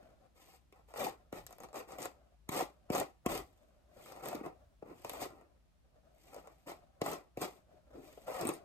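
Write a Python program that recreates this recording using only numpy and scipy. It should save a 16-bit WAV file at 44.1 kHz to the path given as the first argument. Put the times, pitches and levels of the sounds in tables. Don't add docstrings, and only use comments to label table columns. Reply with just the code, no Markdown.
import sys
import numpy as np
from scipy import signal
from scipy.fft import rfft, irfft
from scipy.io import wavfile

SR = 44100
rng = np.random.default_rng(int(sys.argv[2]) if len(sys.argv) > 2 else 0)


def int16_out(signal):
    q = np.round(np.clip(np.atleast_2d(signal).T, -1, 1) * 32767)
    wavfile.write(sys.argv[1], SR, q.astype(np.int16))


N = 381024
T = np.arange(N) / SR
FREQS = np.fft.rfftfreq(N, 1 / SR)

# (frequency [Hz], relative level [dB])
AIR_SPECTRUM = [(20, -36.5), (40, -5), (58, 7.5), (90, -9), (150, -9), (330, -19.5), (630, -29),
                (900, -25.5), (1500, -30.5), (4000, -34.5), (13500, -43), (16000, -65)]
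# (frequency [Hz], relative level [dB])
RUMBLE_SPECTRUM = [(20, -30), (42, 4), (70, 2.5), (140, -8.5), (300, -47.5)]
# (middle [s], length [s], level [dB])
RUMBLE_SWELLS = [(1.15, .25, -71), (1.43, 0.14, -58), (3.36, .3, -56.5), (4.65, 0.66, -68),
                 (5.25, 0.52, -71), (7.98, 0.57, -72.5)]
# (middle [s], length [s], level [dB])
ARM_MOVES = [(0.03, 0.53, -61.5), (1.24, 0.5, -72.5), (1.68, .12, -65), (2.24, .2, -69), (2.83, 0.202, -67),
             (3.68, 0.42, -73.5), (3.98, 0.19, -61), (4.56, 0.43, -72), (5.5, 0.17, -71), (6.12, 0.49, -69),
             (6.89, 0.84, -71.5), (7.73, 0.43, -69), (8.08, 0.51, -60), (8.62, 0.23, -62)]
# (frequency [Hz], relative level [dB])
RUSTLE_SPECTRUM = [(250, -12), (450, -13.5), (600, -0.5), (720, -5.5), (880, -20), (1300, -17),
                   (2000, -28.5), (13000, -45.5)]
# (time [s], length [s], drag on the paddle [dB], its growth from start to end [dB],
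# cushion boom above drag [dB], strand scratch above drag [dB])
PULLS = [(0.344, 0.22, -66.5, 5, -9, 0.5), (0.721, .1, -67, -2, -12, -15),
         (0.872, 0.055, -62, 3, -11.5, -6.5), (0.942, 0.068, -45, 2.5, -15, -7),
         (0.983, 0.098, -40.5, 0.5, -6.5, -6), (1.319, 0.077, -52, 5, -5, -5.5),
         (1.472, 0.094, -66, 3.5, -5, -3), (1.591, 0.056, -58.5, 4, -2, -7),
         (1.734, 0.076, -44.5, -2, -7, -9), (1.869, 0.086, -55, 7.5, -6.5, -7.5),
         (1.975, 0.083, -47.5, 9, -5.5, -4.5), (2.501, 0.11, -38.5, 7, -7.5, -4.5),
         (2.911, 0.098, -36.5, 4, -5, -6.5), (3.278, 0.12, -41, -7.5, -5, -5),
         (4.047, 0.064, -55, 2.5, -9.5, -9), (4.118, 0.11, -55, 2, -9.5, -12),
         (4.22, .11, -46, 1.5, -6, -8), (4.342, 0.057, -52, -0.5, 0, -17),
         (4.426, 0.048, -48, 6.5, -3.5, -20), (4.833, 0.093, -58, 11, 0.5, -23),
         (5.049, 0.17, -51, 6, -10, -7), (5.193, 0.071, -47, -4, -7, -4),
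         (5.29, 0.16, -63, -5.5, -2.5, -22), (6.295, 0.09, -57, 12.5, -9, -18),
         (6.424, 0.087, -62.5, 1, -11, -24), (6.661, 0.054, -45, 2.5, -6.5, -7.5),
         (7.027, .125, -41, 0, -5.5, -8), (7.368, 0.047, -56.5, 2.5, -2, -2.5),
         (7.402, 0.04, -41.5, 7.5, -4, -3), (7.928, 0.068, -64.5, 6.5, 9, -26),
         (8.262, 0.16, -42.5, 5, -14, -11.5), (8.395, 0.12, -44.5, 5, 0, -12)]
# (middle [s], length [s], strand scratch [dB])
SKIMS = [(3.56, 0.46, -79.5), (4.05, 0.21, -61), (5.02, 0.16, -65), (6.29, 0.28, -67), (6.56, 0.43, -77),
         (7.54, 0.16, -72.5), (8.08, .24, -65), (8.23, 0.2, -68.5), (8.54, 0.094, -60)]
# (frequency [Hz], width [Hz], level [dB])
PADDLE_MODES = [(509, 130, 1), (750, 117.5, 3), (950, 310, -4.5), (1315, 224, -6.5), (1880, 170, -16),
                (2705, 330, -20.5)]
# (frequency [Hz], relative level [dB])
CUSHION_SPECTRUM = [(40, -21), (90, -12.5), (150, -3), (230, -3.5), (300, 4), (410, 5.5), (520, -1.5),
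                    (800, -43.5)]
# (frequency [Hz], relative level [dB])
STRAND_SPECTRUM = [(1200, -21.5), (2100, 6.5), (3200, 2), (4300, -3), (6000, -2), (8200, 0), (10500, -8.5),
                   (13000, -1.5), (14700, -7), (16000, -32)]
# (frequency [Hz], relative level [dB])
RASP_SPECTRUM = [(900, -9), (1500, -8.5), (1950, 8.5), (2600, -3.5), (3200, -20.5), (5000, -1.5),
                 (9000, -32.5)]
# (time [s], level [dB], starting cushion pitch [Hz], tine clatter above the knock [dB])
KNOCKS = [(0.725, -51, 630, 0.5), (1.066, -25.5, 1012, -15), (1.327, -30, 750, -6.5),
          (1.351, -41, 480, -22), (1.635, -39, 950, 1), (1.985, -34, 900, -3), (2.050, -40, 895, 5),
          (2.058, -41, 584, -6), (2.491, -27.5, 474, 3), (2.603, -22, 1016, -15), (2.624, -24.5, 432, -26),
          (2.902, -20, 693, -12.5), (3.013, -23, 750, -19), (3.2619, -18, 740, -2.5),
          (4.329, -27.5, 880, -10), (4.348, -28, 460, -9), (4.411, -31.5, 405, -22), (4.825, -36, 795, -29),
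          (5.047, -29, 1040, -4), (5.217, -31, 700, -25), (5.261, -34.5, 450, -16), (6.363, -37, 694, -10),
          (6.473, -43.5, 700, -1.5), (7.016, -21, 955, -4.5), (7.373, -28, 820, -9),
          (7.742, -53.5, 587, -20), (7.984, -43.5, 424, -30), (8.175, -40, 750, -14),
          (8.281, -29, 785, -13.5), (8.300, -30, 660, -29), (8.452, -23, 395, -7), (8.49, -22, 500, -1)]
# (frequency [Hz], relative level [dB])
CLATTER_SPECTRUM = [(500, -24.5), (1100, 16), (1550, -3.5), (2200, 7), (3800, -5), (7500, -4),
                    (13000, -6.5), (16000, -12)]
# (time [s], level [dB], tine pitch [Hz], paddle tap above the tine [dB])
TICKS = [(0.886, -62, 9600, 3), (0.939, -47, 7940, 9), (0.96, -50.5, 7900, 15), (1.466, -33, 12600, -20),
         (1.508, -48.5, 12000, 2), (1.527, -48.5, 6660, 1), (1.584, -47, 12100, -1.5),
         (1.603, -43.5, 6650, 1), (1.643, -45, 6350, 5), (1.687, -53.5, 6800, 4), (1.730, -47.5, 7400, 3),
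         (1.743, -47.5, 8260, 10), (1.758, -42, 6300, 6), (1.791, -38.5, 12400, -24),
         (1.889, -55.5, 7600, 7), (1.921, -43.5, 8250, 3), (2.020, -35, 8600, -6), (2.028, -32, 7950, -22),
         (2.056, -29.5, 7400, -4.5), (2.950, -26.5, 6600, 4), (2.981, -25.5, 8300, -5),
         (3.001, -30, 13200, -13), (3.377, -32, 11700, -16), (4.121, -43.5, 11900, -1.5),
         (4.163, -51, 8900, 2), (4.258, -32, 8950, 0), (4.286, -30, 14100, -14), (4.353, -42.5, 12200, -5),
         (4.461, -43, 8700, 2), (4.825, -63, 2100, 9.5), (5.096, -31, 12400, -5), (5.135, -36, 12300, -3),
         (5.412, -66.5, 2200, 15), (6.345, -45, 13300, 2), (7.062, -31.5, 7300, 4), (7.133, -34, 9700, -3),
         (7.422, -32.5, 9300, 3), (8.412, -30.5, 7800, -14)]
# (frequency [Hz], relative level [dB])
SNAP_SPECTRUM = [(300, -26.5), (1000, -17), (1600, 10.5), (2400, 7.5), (4000, 9.5), (8500, 10.5),
                 (13500, 4), (16000, -7)]
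# (time [s], level [dB], pitch [Hz])
SQUEAKS = [(8.4719, -22, 8360), (8.4785, -27.5, 8600), (8.4857, -37, 8500), (8.4924, -34, 8700),
           (8.5383, -34, 9200)]
# (frequency [Hz], phase [rad])
PORT_PHASE = [(30, 0), (600, .7), (1300, 1), (2300, 2.2), (5000, 3.3), (6300, 1), (8000, 0), (9200, -.9),
              (10500, -3.1), (12000, -5.7), (13700, -6.7), (15200, -9)]
# (frequency [Hz], level [dB])
PORT_BALANCE = [(150, 1), (350, 0.5), (700, 3.5), (2300, 1), (4400, 4.5), (8000, 0)]
# (frequency [Hz], level [dB])
WALLS = [(100, -16), (350, -2.5), (800, 5.5), (2000, 2), (4500, 6), (8000, -2), (14000, -12)]

GRIP_S, ARCH_DB, SCRATCH_ARCH_DB = 0.015, 2.5, 2.5
DROP_S, TRAIL_DB, TRAIL_S, SCRATCH_TRAIL_S = 0.012, -7, 0.039, 0.033
SKIM_DRAG_DB, SKIM_BOOM_DB = -3, -6
SINK_OCTAVES_PER_DB, SLACK_DB, LOAD_LEAD_S = 0.0656, -79.5, 0.011
TOP_HZ = 16300


def undb(db):
    return 10 ** (np.asarray(db) / 20)


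def unit(x):
    return x / np.sqrt(np.mean(x ** 2))


def across(points):
    hz, value = np.transpose(points)
    return np.interp(np.log(FREQS + 1), np.log(hz), value)


def colour(x, points):
    cepstrum = irfft(np.log(undb(across(points))), N)
    fold = 1 + np.sign(N / 2 - np.arange(N)) * (T > 0)
    minimum_phase = np.exp(rfft(cepstrum * fold))
    return irfft(rfft(x) * minimum_phase, N)


def ring(x, modes):
    s = 1j * FREQS
    response = 0
    for k, (hz, width, db) in enumerate(modes):
        response = response + (-1) ** k * undb(db) * s * width / (s * s + s * width + hz * hz)
    low_cut = s / (s + modes[0][0] / 2)
    return irfft(rfft(x) * response * low_cut, N)


def struck(blows):
    lone_blow = 1. * (T == 0)
    return ring(blows, PADDLE_MODES) / np.abs(ring(lone_blow, PADDLE_MODES)).max()


def walk(rate):
    smoothing = 1 + (FREQS / rate) ** 4
    return unit(irfft(rfft(rng.standard_normal(N)) / smoothing, N))


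def add(track, start, sound):
    i = int(max(start, 0) * SR)
    track[i:i + len(sound)] += sound[:N - i]


def slips(per_second, spread_db):
    happens = rng.random(N) < per_second / SR
    size = undb(spread_db * np.minimum(rng.exponential(size=N), 3))
    polarity = rng.choice([-1, 1], N)
    return unit(happens * size * polarity / np.sqrt(per_second))


def swells(rows):
    return sum(undb(db) * np.exp(-np.pi * 2 * ((T - middle) / length) ** 2) for middle, length, db in rows)


def air():
    mid = colour(rng.standard_normal(N), AIR_SPECTRUM) * undb(0.5 * walk(rate=4.5))
    side = colour(rng.standard_normal(N), AIR_SPECTRUM)
    side = colour(side, [(60, -6.5), (200, 0), (1000, -1)])
    rumble = swells(RUMBLE_SWELLS) * unit(colour(rng.standard_normal(N), RUMBLE_SPECTRUM))
    return undb(-69) * unit(mid + np.outer([1, -1], side)) + rumble


def rustle(waver_db=3.0, rest_db=-87):
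    creases = slips(per_second=900, spread_db=3.0)
    level = (swells(ARM_MOVES) + undb(rest_db)) * undb(waver_db * walk(rate=12))
    return level * unit(colour(creases, RUSTLE_SPECTRUM))


def effort():
    drag, boom, scratch = np.outer(undb([SKIM_DRAG_DB, SKIM_BOOM_DB, 0]), swells(SKIMS))
    t = T[:SR]
    for start, length, db, growth_db, boom_db, scratch_db in PULLS:
        along = np.minimum(t / length, 1)
        after = np.maximum(t - length, 0)
        arch = np.sin(np.pi * along) - 2 / np.pi
        grip = np.minimum(t / GRIP_S, 1)
        held = grip * undb(db + growth_db * (along - .5) + ARCH_DB * arch)
        drop = (1 - undb(TRAIL_DB)) * np.exp(-after / DROP_S)
        pull = held * (drop + undb(TRAIL_DB) * np.exp(-after / TRAIL_S))
        hiss = held * (drop + undb(TRAIL_DB) * np.exp(-after / SCRATCH_TRAIL_S))
        add(drag, start, pull)
        add(boom, start, pull * undb(boom_db))
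        add(scratch, start, hiss * undb(scratch_db + SCRATCH_ARCH_DB * arch))
    return drag, boom, scratch


def brushing(drag, boom, scratch, rasp_share=0.24):
    speed = np.sqrt(drag / drag.max())
    bunches = walk(rate=230)
    tines = slips(per_second=200 + 2600 * speed, spread_db=3.5) * undb((2.0 - 0.87 * speed) * bunches)
    fibres = slips(per_second=14000, spread_db=7.0) * undb(3.1 * bunches)
    paddle = unit(ring(tines, PADDLE_MODES))
    cushion = unit(colour(tines, CUSHION_SPECTRUM))
    clicks = undb(-11.5) * np.sqrt(speed) * tines
    strands = unit(colour(fibres + clicks, STRAND_SPECTRUM))
    rasp_level = drag ** rasp_share * scratch ** (1 - rasp_share)
    rasp = rasp_level * unit(colour(tines + undb(-4.5) * fibres, RASP_SPECTRUM))
    shaken = undb(-1.1) * drag * paddle + undb(2.5) * boom * cushion
    return shaken + undb(-2.86) * scratch * strands + undb(-14) * rasp


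def knocks(drag, decay_s=0.0029, rise_s=0.0011, sink_s=0.0096, thud=0.06, thud_hz=120, thud_s=0.0064,
           clatter_s=0.00074, rap_db=-14, press_s=0.025, press_rise_s=0.0049, press_db=-22):
    body, clatter, rap = np.zeros((3, N))
    t = T[:SR // 20]
    for start, db, hz, clatter_db in KNOCKS:
        load = np.interp(start - LOAD_LEAD_S, T, drag) + undb(SLACK_DB)
        octaves = SINK_OCTAVES_PER_DB * (db - 20 * np.log10(load))
        pitch = hz * 2 ** (-octaves * np.tanh(t / sink_s))
        rise = 1 - np.exp(-t / rise_s)
        swell = rise ** 2 * np.exp(-t / decay_s)
        bounce = swell / swell.max() * np.sin(2 * np.pi * np.cumsum(pitch) / SR)
        head = octaves * thud * rise * np.exp(-t / thud_s) * np.sin(2 * np.pi * thud_hz * t)
        add(body, start, undb(db) * (bounce + head))
        add(rap, start, undb([db]))
        press = np.exp(-np.abs(t - press_s) / press_rise_s)
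        add(rap, start - press_s, undb(db + press_db) * rng.standard_normal(len(t)) * press)
        lead_s = 0.0048
        graze = undb(-26.0) * np.exp(-np.abs(t - lead_s) / 0.0065)
        landing = np.exp(-np.abs(t - lead_s - clatter_s) / clatter_s) + graze
        add(clatter, start - lead_s, undb(db + clatter_db) * rng.standard_normal(len(t)) * landing)
    return undb(-2.5) * body + undb(-2) * colour(clatter, CLATTER_SPECTRUM) + undb(rap_db) * struck(rap)


def ticks(ring_s=0.00085, crack_s=0.00017, crack_db=-5, chatter_db=-18, chatter_s=0.0035):
    ping, crack, tap = np.zeros((3, N))
    t = T[:SR // 20]
    for start, db, hz, paddle_db in TICKS:
        shape = np.exp(-t / crack_s) + undb(chatter_db) * np.exp(-t / chatter_s)
        add(crack, start, undb(db) * shape * rng.standard_normal(len(t)))
        add(ping, start, undb(db) * np.exp(-t / ring_s) * np.sin(2 * np.pi * hz * t))
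        add(tap, start, undb([db + paddle_db]))
    return undb(-4.5) * ping + undb(crack_db) * colour(crack, SNAP_SPECTRUM) + undb(3.0) * struck(tap)


def squeaks(rise_s=0.00027, decay_s=0.00068, grit_db=-13):
    out = np.zeros(N)
    t = T[:SR // 50]
    since = t - t.mean()
    shape = np.exp(-np.abs(since) / np.where(since < 0, rise_s, decay_s))
    for middle, db, hz in SQUEAKS:
        tone = np.sin(2 * np.pi * hz * t)
        grit = undb(grit_db) * rng.standard_normal(len(t))
        add(out, middle - t.mean(), undb(db) * shape * (tone + grit))
    return out


def bedroom(x, wet_db, drift_hz, early_s=0.0057, late_db=-13, t60=0.2, first_s=.002):
    turn = np.exp(.5j * across(PORT_PHASE))
    wet = undb(across(WALLS) + wet_db)
    balance = undb(np.outer([.5, -.5], across(PORT_BALANCE)))
    heard = rfft(x) * balance / np.sqrt(1 + wet ** 2)
    late = undb(late_db) * np.exp(-np.log(1000) * T / t60)
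    decay = (T > first_s) * (np.exp(-T / early_s) + late)
    out = irfft(heard * np.array([turn, 1 / turn]), N)
    spots = np.array([walk(drift_hz) for _ in range(4)])
    for share in spots / np.sqrt(np.sum(spots ** 2, axis=0)):
        echoes = rfft(rng.standard_normal((2, N)) * decay / np.sqrt(np.sum(decay ** 2)))
        out = out + share * irfft(heard * wet * echoes, N)
    return out


def scene():
    drag, boom, scratch = effort()
    strokes = undb(0.6) * brushing(drag, boom, scratch)
    swishes = bedroom(strokes + rustle(), wet_db=-1.5, drift_hz=23.2)
    blows = bedroom(knocks(drag) + ticks() + squeaks(), wet_db=-4.0, drift_hz=4.6)
    return swishes + blows + air()


def record(dry):
    return signal.sosfilt(signal.ellip(8, .2, 70, TOP_HZ, fs=SR, output="sos"), dry)


dry = scene()
out = record(dry)
int16_out(out)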